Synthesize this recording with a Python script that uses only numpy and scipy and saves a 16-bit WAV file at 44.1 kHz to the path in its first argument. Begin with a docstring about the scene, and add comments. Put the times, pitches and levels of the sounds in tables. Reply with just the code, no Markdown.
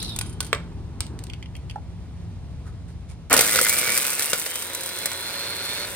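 """An angle grinder drives a home-made stone crusher on a slatted table outdoors: gear, commutator, spindle
and fan tones follow the motor speed, and its whine climbs as the load turns to grit, until power-off near the end.
Under it the rotor cracks stones (coloured noise bursts) and flings gravel and grit (showers of small impacts).
Before that, stones slide and ring down the steel feed tube, and a wooden pusher is picked up and set in it.
Behind lie an outdoor rumble that sinks far down once the grinder runs, a far hum and a soft low-mid wash."""
import sys
import numpy as np
from scipy import signal
from scipy.fft import rfft, irfft
from scipy.io import wavfile

SR = 44100
rng = np.random.default_rng(int(sys.argv[2]) if len(sys.argv) > 2 else 0)


def dump_mix(stems):
    """Bounce the given channels to the path in sys.argv[1] as a 16-bit WAV at rate SR."""
    frames = np.atleast_2d(stems).T  # one column per channel
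    limited = np.clip(frames, -1, 1)  # hard clip at full scale
    pcm = np.round(limited * 32767).astype(np.int16)
    wavfile.write(sys.argv[1], SR, pcm)


N = 262571
TIME = np.arange(N) / SR  # s

# Spectrum of stone against the steel tube. Each row: frequency in Hz, gain in dB.
STONE_SPECTRUM = [(200, -13), (900, -10), (1900, -6), (3000, -4.5), (6000, -5.5), (8000, -3), (10000, 2.5),
                  (12500, -7.5), (16000, -17)]
# Fingers fetching the pusher from the table. Each row: start in s, level above 5 kHz in dB, level below in dB.
FINGER_CLICKS = [(1.0054, -23, -27), (1.0658, -45, -44), (1.19, -42.5, -43), (1.238, -37.5, -48),
                 (1.268, -49, -46)]
# Spectrum of stone in the crushing chamber. Each row: frequency in Hz, gain in dB.
CHAMBER_SPECTRUM = [(30, -57), (70, -10), (130, -12), (330, -11), (500, -6.5), (780, -13.5), (1150, -8),
                    (1500, -6), (2200, -5.5), (3000, -8), (7000, -4), (8700, -4), (11700, 0), (13500, -8),
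                    (15800, -8.5)]
# Motor speed before any coasting. Each row: time in s, armature turns per s.
MOTOR_SPEED = [(3.32, 110), (3.41, 196), (3.51, 203), (3.61, 202), (3.68, 209), (3.71, 224), (3.755, 235),
               (3.83, 231), (3.9, 224.5), (3.94, 227), (4.0, 243), (4.1, 259), (4.22, 262), (4.42, 295),
               (4.5, 310), (4.59, 311), (4.7, 329), (4.78, 331.5), (4.88, 331), (4.96, 340), (5.03, 341),
               (5.09, 336), (5.16, 339), (5.25, 346.7), (5.46, 353), (5.58, 352), (5.68, 356),
               (5.85, 359.6)]
POWER_ON, POWER_OFF = 3.3, 5.85  # s
PINION, CROWN = 10, 37  # teeth of the bevel gear, on armature and spindle
MAINS_HZ = 60
BITE_S = 0.23  # the gear teeth take up the load over this time


def amp(db):
    """Decibels to gain."""
    return 10 ** (np.asarray(db) / 20)


def unit(x):
    """Scales to rms 1."""
    return x / np.sqrt(np.mean(x ** 2) + 1e-20)


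def noise():
    """White noise, independent in the two channels."""
    return rng.standard_normal((2, N))


def over_time(rows):
    """Each column of a table as a curve over all samples."""
    s, *columns = np.transpose(rows)
    return [np.interp(TIME, s, c) for c in columns]


def over_hz(rows, hz):
    """Each column of a table read on a log-frequency axis."""
    f, *columns = np.transpose(rows)
    return [np.interp(np.log(hz + 1), np.log(f + 1), c) for c in columns]


def add(mix, s, sound):
    """Mixes a sound in at time s."""
    part = mix[:, max(round(s * SR), 0):][:, :sound.shape[1]]
    part += sound[:, :part.shape[1]]


def envelope(start, attack, hold, release):
    """Straight rise, hold and fall, all in s."""
    return np.interp(TIME, start + np.cumsum([0, attack, hold, release]), [0, 1, 1, 0])


def since_power_on(rise_s):
    """Straight fade-in from the moment the power comes on."""
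    return np.clip((TIME - POWER_ON) / rise_s, 0, 1)


def colour(x, points, size=4096):
    """Causal (minimum-phase) filter with the given spectrum."""
    hz = abs(np.fft.fftfreq(size, 1 / SR))
    log_gain = np.log(amp(over_hz(points, hz)[0]))
    spectrum = np.exp(np.conj(signal.hilbert(log_gain)))
    taps = np.fft.ifft(spectrum).real[:size // 2]
    return signal.oaconvolve(x, taps[None], axes=1)[:, :x.shape[1]]


def split(x, hz=5000):
    """The parts below and above a frequency."""
    filters = [signal.butter(N=4, Wn=hz, btype=kind, fs=SR, output="sos") for kind in ("low", "high")]
    return [signal.sosfilt(sos, x) for sos in filters]


def wander(rate_hz):
    """Random drift of rms 1: noise rolled off steeply above rate_hz."""
    rolloff = 1 + (np.fft.rfftfreq(N, 1 / SR) / rate_hz) ** 4
    return unit(irfft(rfft(rng.standard_normal(N)) / rolloff, N))


def resonate(x, hz, width):
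    """A resonance of gain 1 at its peak, which follows the curve hz."""
    turn = np.exp(2j * np.pi * np.cumsum(hz * np.ones(N)) / SR)
    r = np.exp(-np.pi * width / SR)
    # shift the peak down to 0 Hz, smooth there, shift back
    return 2 * (turn * signal.lfilter([1 - r], [1, -r], x / turn + 1e-18)).real


def resonate_twice(x, hz, width):
    """The same resonance twice over, for steeper skirts."""
    return resonate(resonate(x, hz, width), hz, width)


def ring(modes, size=8192):
    """The dying sines of a struck body; modes hold Hz, dB and t60 in s."""
    t = np.arange(size) / SR
    return sum(amp(db - 60 * t / t60) * np.sin(2 * np.pi * hz * t) for hz, db, t60 in modes)


def blows(rows, points, t60, snap, rise, spike=0, size=6144, count=150):
    """Each blow is a contact spike, a snap and a dense, short ring, with its own treble and bass level."""
    out, t = np.zeros((2, N)), np.arange(size) / SR
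    for (s, high_db, low_db), ring_s in zip(rows, t60 * np.ones(len(rows))):
        fall = amp(-60 * t / ring_s) + snap * np.exp(-t / 0.0013)
        force = rng.standard_normal((2, size)) * fall * (1 - np.exp(-(t / rise) ** 2))
        contact = (rise * SR * (.5 + rng.random(2))).astype(int)
        force[[0, 1], contact] += spike
        # each band is levelled by its first count samples
        for db, band in zip((low_db, high_db), split(colour(force, points))):
            add(out, s, amp(db) * band / band[:, :count].std(1, keepdims=True))
    return out


def shower(per_s, spread_db, decay):
    """Many small noise bursts at random times, a few much larger than the rest; decay in s."""
    size = amp(spread_db * np.minimum(rng.exponential(1, N), 4)) * (rng.random(N) < per_s / SR)
    power = signal.lfilter([1], [1, -np.exp(-1 / (decay * SR))], size ** 2)
    return np.sqrt(power) * rng.standard_normal((2, N))


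def yard(x, t60, wet_db, dull_hz):
    """Adds scattered, dulled echoes from the table, paving and furniture."""
    t = np.arange(SR // 2) / SR
    sparse = rng.random((2, len(t))) < .1
    taps = rng.standard_normal((2, len(t))) * sparse * amp(-60 * t / t60) * (t > .003)
    lowpass = signal.butter(1, min(dull_hz, SR / 2 - 1), fs=SR)
    tail = signal.lfilter(*lowpass, taps / np.linalg.norm(taps[0]))
    return x + amp(wet_db) * signal.oaconvolve(x, tail, axes=1)[:, :N]


def outdoors(air_db=0):
    """Low rumble of the open air as coloured noise, with a faint far hum of drifting pitch and level."""
    # Spectrum of the open air. Each row: frequency in Hz, gain in dB.
    air_spectrum = [(20, -41), (40, -5.5), (70, 2), (115, -1.5), (200, -14), (290, -19), (500, -28),
                    (850, -29.5), (1500, -38.5), (4000, -41.5), (10000, -52), (12000, -60), (16000, -66)]
    # Level of rumble and hum together. 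Each row: time in s, level in dB.
    level = [(0, -34), (1.55, -36.5), (2.3, -35.5), (3.25, -37), (3.55, -47.5), (4.2, -64), (5.0, -66),
             (5.95, -46)]
    hum_hz, hum_db = 168.7, -10.5  # centre values, the level relative to the rumble
    air = unit(colour(noise(), air_spectrum, size=16384)) * amp(.5 * wander(18))
    hum_phase = 2 * np.pi * np.cumsum(hum_hz + wander(3.3)) / SR
    hum = amp(hum_db + 2 * wander(4.3)) * np.sin(hum_phase)
    return amp(over_time(level)[0] + air_db) * (air + hum)


def wash():
    """A soft low-mid wash of coloured noise that swells again as the pusher is fetched, then dies away."""
    # Spectrum of the wash. Each row: frequency in Hz, gain in dB.
    wash_spectrum = [(100, -33), (200, 1.5), (285, -1.5), (400, -4.5), (600, -17.5), (900, -13),
                     (1600, -23.5), (5000, -64), (16000, -74)]
    # Its level. Each row: time in s, level in dB.
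    level = [(0, -42), (.4, -45.5), (.9, -49), (1.15, -44), (1.45, -55.5), (3.2, -69), (3.6, -75)]
    return amp(over_time(level)[0]) * unit(colour(noise(), wash_spectrum))


def table_bump(db=-27, hz=75, t60=0.21):
    """The hand grabbing the pusher gives the table top one low bump, a dying sine."""
    t = np.maximum(TIME - FINGER_CLICKS[0][0], 0)
    return amp(db - 60 * t / t60) * np.sin(2 * np.pi * hz * t) * np.ones((2, 1))


def clacks(level_db=-1):
    """Short double taps of wood, with faint echoes from the yard, as the pusher is lifted."""
    # Each row: start in s, level below 5 kHz in dB, level above in dB, both ahead of level_db.
    lifts = [(1.298, -35.5, -51), (1.334, -34, -52), (1.426, -37, -59), (1.458, -42.5, -68),
             (1.552, -40, -56), (1.5648, -45.5, -46), (1.697, -35.5, -52), (1.71, -39, -51)]
    # Spectrum of the wood. Each row: frequency in Hz, gain in dB.
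    wood = [(60, -45), (200, -23), (1700, -15), (2150, 0), (2650, 1.5), (3250, 5.5), (3850, -19),
            (4450, -3), (5000, -9.5), (7000, -5), (9500, 1), (12000, -4), (16000, -17)]
    rebound_s, rebound_db = 0.0054, -12  # the second tap, after and relative to the first
    pairs = [(s + k * rebound_s, high + k * rebound_db, low + k * rebound_db)
             for s, low, high in lifts for k in (0, 1)]
    taps = blows(pairs, wood, t60=0.024, snap=0.7, rise=0.0005)
    return amp(level_db) * yard(taps, t60=0.17, wet_db=-8, dull_hz=6000)


def rubs(hiss_db=-3):
    """Pusher and hand rub: strokes of grainy friction, quick to rise, slower to fall, each with one resonance."""
    # The pusher rubs in the tube and the hand slides to the switch. Each row: start in s, level in dB,
    # fall in s, resonance in Hz, its width in Hz, its strength in dB.
    strokes = [(2.052, -64, 0.013, 900, 900, 4), (2.655, -51, 0.055, 1200, 790, 0),
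               (2.88, -53, 0.052, 1500, 1000, -10), (3.086, -48, 0.054, 2230, 500, -13)]
    # Spectrum of the hiss. Each row: frequency in Hz, gain in dB.
    hiss_spectrum = [(200, -8), (800, 1), (2300, -7), (5000, -5), (9500, -6), (12000, -13), (16000, -34)]
    friction = shower(450, 1.5, 0.0021)
    hiss = amp(hiss_db) * unit(colour(friction, hiss_spectrum))
    out = np.zeros((2, N))
    for s, db, fall, hz, width, ring_db in strokes:
        tone = amp(ring_db) * unit(resonate_twice(friction, hz, width))
        out += amp(db) * envelope(s, 0.0035, 0.0079, fall) * (hiss + tone)
    return out


def handling(landing_db=0, thud_db=0, click_db=0):
    """A stone lands in the chamber; the wooden pusher is fetched and thuds into the tube."""
    # A stone landing in the chamber. Each row: start in s, level above 5 kHz in dB, level below in dB.
    landings = [(0.5292, -25.5, -13.5)]
    # Spectrum of the landing. 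Each row: frequency in Hz, gain in dB.
    landing_spectrum = [(120, -12), (300, -9), (520, 4), (900, 1), (1300, 3), (1900, 1.5), (3300, -1.5),
                        (5000, -17.5), (6800, -21), (7900, -4), (10500, -37), (14000, -26), (16000, -42)]
    # The pusher meeting the tube. Each row: start in s, level above 5 kHz in dB, level below in dB.
    pusher_thuds = [(1.7575, -62, -30)]
    # Spectrum of the thud. Each row: frequency in Hz, gain in dB.
    thud_spectrum = [(120, -32), (400, 1), (620, -3.5), (860, 14), (1100, -14), (1350, -1), (1750, -12),
                     (2400, -31), (5000, -28), (9000, -27), (16000, -45)]
    # Spectrum of the finger clicks. Each row: frequency in Hz, gain in dB.
    click_spectrum = [(200, -13), (500, -15), (800, 2), (1100, -6), (1700, -3.5), (2500, 0), (3000, -1),
                      (4500, 2), (6200, -3.5), (8500, 5), (10500, -3), (12000, -7), (16000, -14)]
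    landing = blows(landings, landing_spectrum, t60=0.037, snap=1.5, rise=0.000695, spike=10.6)
    landing = yard(landing, t60=0.28, wet_db=-8.5, dull_hz=4880)
    thuds = blows(pusher_thuds, thud_spectrum, t60=0.027, snap=0.35, rise=0.00077, count=400)
    thuds = yard(thuds, t60=0.12, wet_db=-5.5, dull_hz=3000)
    clicks = blows(FINGER_CLICKS, click_spectrum, t60=0.026, snap=2.5, rise=0.0007, spike=11)
    near = yard(amp(click_db) * clicks + rubs(), t60=0.2, wet_db=-5, dull_hz=6040)
    return amp(landing_db) * landing + amp(thud_db) * thuds + clacks() + near


def rattles(count=3):
    """The evenly spaced, weakening taps of a stone rattling from wall to wall."""
    # Each row: start in s, level above 5 kHz in dB, level below in dB, gap between taps in s.
    bouts = [(0.261, -45, -51, 0.033), (0.4272, -36, -40.5, 0.019)]
    fade_db = -1  # from one tap to the next
    return [(s + k * gap, high + k * fade_db, low + k * fade_db)
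            for s, high, low, gap in bouts for k in range(count)]


def sliding(grain_db=-9, squeak_db=-6, width_hz=310, squeak_width_hz=140, judder_db=-1.7):
    """A stone judders down the tube wall: its modes rise a little, then sink together; one squeaks briefly."""
    # Path of the slide. Each row: time in s, level in dB, main resonance in Hz.
    path = [(0, -30, 3900), (0.05, -37, 4220), (0.085, -37, 3980), (0.125, -39, 3740), (0.17, -50, 3540),
            (0.25, -50, 3200)]
    # Modes of the slide. Each row: ratio to the main resonance, gain in dB.
    slide_modes = [(.7, -11), (.8, -6), (.91, -1), (.98, 7), (1.08, 0), (1.22, -3), (1.32, -4),
                   (1.45, -7.5)]
    level_db, hz = over_time(path)
    friction = shower(1700, 0.88, 0.0007)
    strands = sum(amp(db) * resonate_twice(friction, hz * ratio, width_hz) for ratio, db in slide_modes)
    squeak = unit(resonate_twice(friction, hz, squeak_width_hz))
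    squeak = squeak * envelope(start=0.096, attack=0.032, hold=0.046, release=.02)
    grain = unit(colour(friction, STONE_SPECTRUM))
    scrape = unit(strands) + amp(squeak_db) * squeak + amp(grain_db) * grain
    fade_out = np.interp(TIME, [.17, .3], [1, 0])
    return scrape * amp(level_db + judder_db * wander(120)) * fade_out


def feeding(ring_db=-22, stone_db=-2):
    """Stones slide and clatter down the tube, whose steel rings while the hand is off it."""
    # Stones striking the tube; the last row is the landed stone bouncing. Each row: start in s,
    # level above 5 kHz in dB, level below in dB, both ahead of stone_db.
    stones = [(0.0268, -26, -36.5), (0.1615, -26.5, -35), (0.188, -20, -28), (0.2114, -26, -25.5),
              (0.4045, -21, -22), (0.5474, -39, -31)]
    # Modes of the steel tube. Each row: frequency in Hz, relative level in dB, t60 in s.
    tube_modes = [(2126, -15, 0.27), (3130, -1, 0.59), (8613, -4, 0.083), (8790, 20.5, 0.042),
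                  (10100, 10, 0.067), (10400, 15, 0.034)]
    # The air in the tube, which the hand does not damp. Each row: frequency in Hz, relative level in dB, t60 in s.
    air_modes = [(1490, 3.5, 0.083)]
    strikes = blows(stones, STONE_SPECTRUM, t60=0.032, snap=0.47, rise=0.00074, spike=4.2)
    taps = blows(rattles(), STONE_SPECTRUM, t60=0.063, snap=0.89, rise=0.00055)
    hits = amp(stone_db) * (strikes + taps)
    # how free of the hand the steel is
    free = 0.057 + envelope(start=0.203, attack=0.032, hold=0.14, release=0.037)
    free = free + 0.25 * envelope(start=.422, attack=0.0046, hold=0.026, release=0.018)
    steel = signal.oaconvolve(hits * free, ring(tube_modes, size=14700)[None] / 10, axes=1)[:, :N]
    air = signal.oaconvolve(hits, ring(air_modes)[None] / 10, axes=1)[:, :N]
    clatter = hits + amp(ring_db) * (steel + air) + sliding()
    return yard(clatter, t60=0.43, wet_db=-8.5, dull_hz=4770)


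def motor():
    """Speed in turns per s, the load of stone slowing it (0-1), and whether power is on (0-1)."""
    no_load_speed = 342.6  # turns per s from which the load counts as nearly nil
    coast_per_s2 = 195  # turns per s lost each second once the power is cut
    driven = over_time(MOTOR_SPEED)[0]
    coasting = np.maximum(TIME - POWER_OFF, 0)
    load = np.clip(1 - driven / no_load_speed, .001, .48)
    return driven - coast_per_s2 * coasting, load, np.exp(-coasting / 0.0065)


def chamber(x):
    """The milling box adds its own resonances to whatever strikes it."""
    # Each row: frequency in Hz, width in Hz, gain in dB.
    modes = [(578, 91, -9.5), (723, 23, -8), (1426, 64, 0), (2035, 45, -10), (2230, 98, -5),
             (8390, 910, -0.5), (9800, 150, -5), (13550, 590, 3.5)]
    return x + sum(amp(db) * signal.lfilter(*signal.iirpeak(hz, hz / width, SR), x) for hz, width, db in modes)


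def milling(gravel_db=-20, grit_db=-15.5, swirl_db=-36, dust_db=-38, surge_db=1):
    """Gravel and grit fly with each rotor swipe as the load demands; fine sand swirls harder with speed."""
    swipes, swipe_depth = 2, .5  # per spindle turn; share of the level
    speed, load, powered = motor()
    gravel = unit(chamber(split(colour(shower(750, 2.2, 0.0018), CHAMBER_SPECTRUM))[0]))
    grit = unit(chamber(split(colour(shower(1300, 4.3, 0.0026), CHAMBER_SPECTRUM))[1]))
    sand = unit(chamber(split(colour(shower(900, 1.8, 0.0034), CHAMBER_SPECTRUM))[0]))
    feed = load * amp(surge_db * wander(13.5))  # the stones reach the rotor unevenly
    spindle_turns = np.cumsum(speed * PINION / CROWN) / SR
    swipe = 1 + swipe_depth * np.cos(2 * np.pi * swipes * spindle_turns)
    swirl = (speed / speed.max()) ** 7 * (0.8 + 0.35 * powered)
    grit_level = np.hypot(amp(grit_db) * feed, amp(dust_db))  # dust stays when the feed is gone
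    mill = gravel * amp(gravel_db) * feed + grit * grit_level + sand * amp(swirl_db) * swirl
    return swipe * mill * since_power_on(0.1) ** 2


def chips(per_s=28, db=-31):
    """Small pieces snap at random, more softly as the load falls."""
    snaps = unit(colour(shower(per_s, 0.82, 0.0021), CHAMBER_SPECTRUM))
    return amp(db) * snaps * motor()[1] * since_power_on(.1)


def knocks(rise=0.00082, detune=0.02):
    """Each heavy piece thumps the box and rings its plate, a little differently wherever it lands."""
    # Heavy pieces thrown against the housing. Each row: start in s, thump of the box in dB,
    # clang of its steel plate in dB.
    pieces = [(3.308, -28, -29), (3.338, -13, -8), (3.392, -19, -32), (3.538, -25, -22),
              (3.557, -14.5, -14), (3.5892, -17, -6), (3.614, -14.5, -25), (3.648, -34, -21),
              (3.667, -32, -16.5), (4.3312, -22.5, -11.5)]
    # Modes of the box. 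Each row: frequency in Hz, relative level in dB, t60 in s.
    box_modes = [(442, -15, .03), (516, 0, 0.038), (690, -20, 0.019)]
    # Modes of the steel plate. Each row: frequency in Hz, relative level in dB, t60 in s.
    plate_modes = [(1360, -8, 0.029), (1448, 2, 0.021), (1580, -6, 0.017)]
    out = np.zeros((2, N))
    shifts = 1 + detune * rng.uniform(-0.88, 1, len(pieces))
    for (s, thump_db, clang_db), shift in zip(pieces, shifts):
        thump = amp(thump_db) * ring([(hz * shift, db, t60) for hz, db, t60 in box_modes])
        clang = amp(clang_db) * ring([(hz * shift, db, t60) for hz, db, t60 in plate_modes])
        sound = thump + clang
        add(out, s, sound[None] * (1 - np.exp(-TIME[:len(sound)] / rise)))
    return out * [[1], [0]]  # only in the channel that both microphone ports share


def jolting(jolt_db=-17, tremble_db=-26):
    """The starting torque jolts the whole box against the table, and it trembles on briefly."""
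    box_spectrum = [(40, -22), (130, -26), (250, -3.5), (350, -11.0), (520, -5.0), (900, -11.0),
                    (1800, -8.0), (4000, -19.5), (16000, -41)]  # Hz, dB
    box = unit(chamber(colour(noise(), box_spectrum)))
    jolt = amp(jolt_db) * envelope(POWER_ON, 0.018, 0.031, 0.011)
    tremble = amp(tremble_db) * envelope(POWER_ON, .012, 0.05, 0.099)
    return box * np.maximum(jolt, tremble)


def crushing(crack_db=-6.0):
    """After the switch click the rotor kicks, cracks the stones, and flings gravel and grit round the chamber."""
    # The grinder's switch clicks (first row), then the rotor cracks stones. Each row: start in s,
    # level above 5 kHz in dB, level below in dB, both ahead of crack_db and the chamber.
    click_and_cracks = [(3.298, -27, -35), (3.3075, -22, -35), (3.328, -5, -14), (3.339, -6.5, -15.5),
                        (3.365, -10.5, -13), (3.376, -11, -13), (3.3915, -10, -8), (3.408, -6.5, -21),
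                        (3.4155, -18, -22), (3.4435, -18, -22), (3.463, -17, -33), (3.4965, -29, -27),
                        (3.538, -35, -22), (3.558, -14, -18), (3.569, -18, -23), (3.5885, -19, -12.5),
                        (3.6125, -9.5, -25), (3.628, -16, -34), (3.648, -35, -22), (3.666, -21, -17.5),
                        (3.685, -16, -21), (3.694, -8.5, -22), (3.737, -16, -35), (3.785, -12, -24),
                        (3.7935, -14, -40), (3.84, -27, -25), (3.874, -31, -17.5), (3.893, -25, -17.5),
                        (3.913, -26, -22), (3.9195, -15, -25), (3.9625, -29, -39), (3.9755, -9.5, -18.5),
                        (4.025, -21, -37), (4.066, -16, -35), (4.103, -16.5, -41), (4.132, -18, -32),
                        (4.194, -17, -21.5), (4.222, -17, -25), (4.257, -17, -44), (4.301, -21, -34),
                        (4.3315, -15.5, -12), (4.398, -21.5, -36), (4.462, -22, -22), (4.556, -17, -26.5),
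                        (4.622, -21.5, -27.5), (4.748, -19, -29), (4.808, -24, -43), (4.833, -24, -31),
                        (4.86, -22, -29), (4.89, -26, -28), (4.9865, -22, -39), (5.057, -12.5, -20),
                        (5.116, -26, -24)]
    longest_t60, shortening = 0.052, 0.24  # s, exponent: the faster the rotor, the shorter the crack
    speeds = np.interp([row[0] for row in click_and_cracks], *np.transpose(MOTOR_SPEED))
    t60 = longest_t60 * (speeds.min() / speeds) ** shortening
    sharp = chamber(blows(click_and_cracks, CHAMBER_SPECTRUM, t60=t60, snap=1, rise=0.00062, spike=2.4))
    inside = milling() + chips() + jolting() + amp(crack_db) * sharp
    return yard(inside, t60=0.24, wet_db=-5.5, dull_hz=5660) + knocks()


def gear_rasp(idle_db=-53, load_db=-31, width_hz=480):
    """Loaded gear teeth chatter: a rough band that climbs with motor speed and fades as the load goes."""
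    speed, load, _ = motor()
    chatter = unit(resonate_twice(shower(2100, 1.5, 0.00081), PINION * speed, width_hz))
    loaded = amp(load_db) * load * envelope(POWER_ON, BITE_S, 0.75, .12)
    return (amp(idle_db) * since_power_on(BITE_S) + loaded) * chatter


def gear_gain(mesh_hz, base_db=-57):
    """The gear tone swells as its mesh frequency sweeps through resonances of the housing."""
    # Each row: frequency in Hz, width in Hz, level added at the top in dB.
    housing = [(2058, 130, -35), (2236, 180, -35.5), (2760, 106, -43), (3105, 50, -43), (3410, 120, -49),
               (3560, 78, -43)]
    return amp(base_db) + sum(amp(db) / (1 + (2 * (mesh_hz - hz) / width) ** 2) for hz, width, db in housing)


def grinder(fan_db=-37, bars_db=-37.0, buzz_db=-45, fan_throb=0.22):
    """A mains motor with fan, commutator and bevel gear; its torque throbs twice in each mains cycle."""
    # Tones of the spindle. 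Each row: multiple of its turning rate, level at full speed in dB.
    spindle_orders = [(1, -54.5), (2, -62), (4, -55), (6, -51.5)]
    # Spectrum of the fan's air. Each row: frequency in Hz, gain in dB.
    fan_spectrum = [(40, -20), (130, -1), (290, 0), (550, 3.5), (780, -4), (980, 5.5), (1200, -10),
                    (1450, 2.5), (2300, -3.5), (2900, -4.5), (3300, -11), (3580, 3), (3850, 1),
                    (4800, -12.5), (7000, -10.5), (9200, -5), (15500, -13.5)]
    bars = 12  # commutator tone cycles per armature turn
    brush_hz, brush_width_hz = 4240, 630  # the commutator whine grows as it climbs into this resonance
    jitter, snatch = .0005, .008  # rms share of the speed; snatch is scaled by the lack of speed
    ripple_rad, throb, waver_db = .04, .85, 1.2
    speed, _, powered = motor()
    pace = speed / speed.max()
    # stones snatch at the slow, loaded rotor
    shake = jitter * wander(55) + snatch * (1 - pace) * wander(106.0)
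    angle = 2 * np.pi * np.cumsum(speed * (1 + shake)) / SR
    throb_phase = 2 * np.pi * 2 * MAINS_HZ * TIME
    angle = angle + ripple_rad * np.sin(throb_phase)  # with the throb, favours the line just above each tone
    torque = np.cos(throb_phase) * powered * pace ** 4
    pulsing = 1 + throb * torque
    # the gear sings at the housing's resonances, the commutator near full speed; both waver
    gear_level = gear_gain(PINION * speed) * since_power_on(BITE_S) ** 6
    gear_level = gear_level * (0.38 + 0.73 * powered) * amp(waver_db * wander(25))
    gear = gear_level * np.sin(PINION * angle) * pulsing
    bars_level = amp(bars_db) * pace ** 4 * powered * amp(waver_db * wander(12))
    commutator = resonate_twice(bars_level * np.sin(bars * angle) * pulsing, brush_hz, brush_width_hz)
    # the brushes scrape a fuzzy band round their tone
    buzz = unit(resonate_twice(noise(), bars * speed, 420))
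    buzz = amp(buzz_db) * buzz * pace ** 14 * powered * pulsing
    whine = np.sqrt(2) * (gear + commutator) + buzz
    spindle_angle = angle * PINION / CROWN
    hum = sum(amp(db) * np.sin(k * spindle_angle) for k, db in spindle_orders)
    hum = hum + amp(-73.0) * np.sin(angle)  # the armature's own turn
    fan = amp(fan_db) * unit(colour(noise(), fan_spectrum)) * (1 + fan_throb * torque)
    return since_power_on(0.083) * (whine + (fan + np.sqrt(2) * hum) * pace ** 2)


def scene():
    """All the sources together."""
    background = outdoors() + wash()
    preparing = table_bump() + handling() + feeding()
    return background + preparing + crushing() + gear_rasp() + grinder()


def record(dry):
    """Two microphone ports, partly alike and shifted in phase; then the band limit."""
    # Each row: frequency in Hz, likeness 0-1, phase by which left leads in radians, left minus right in dB.
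    ports = [(50, 0.67, 0, 1.5), (300, 1, 0.45, -.5), (600, 0.88, 0.72, -0.2), (1170, 0.85, 1.03, -0.2),
             (2200, 0.8, 0.26, -1.5), (3140, 0.24, 2.1, -1), (4800, 0.18, 2.5, -3), (7460, 1, 2, 0),
             (9050, 0.95, 0.5, 0.5), (12310, 1, -4, 0), (15800, 0.64, -8.5, 1)]
    edge_hz = 16000
    a, b = rfft(dry)
    alike, phase, balance_db = over_hz(ports, np.fft.rfftfreq(N, 1 / SR))
    alike = np.clip(alike, 0, 1)
    left = a * np.exp(1j * phase) * amp(balance_db / 2)
    right = (alike * a + np.sqrt(1 - alike ** 2) * b) / amp(balance_db / 2)
    pair = np.clip(irfft(np.array([left, right]), N), -1, 1)
    lowpass = signal.firwin(401, edge_hz, window=("kaiser", 8), fs=SR)
    return signal.oaconvolve(pair, lowpass[None], "same")


dry = scene()
out = record(dry)
dump_mix(out)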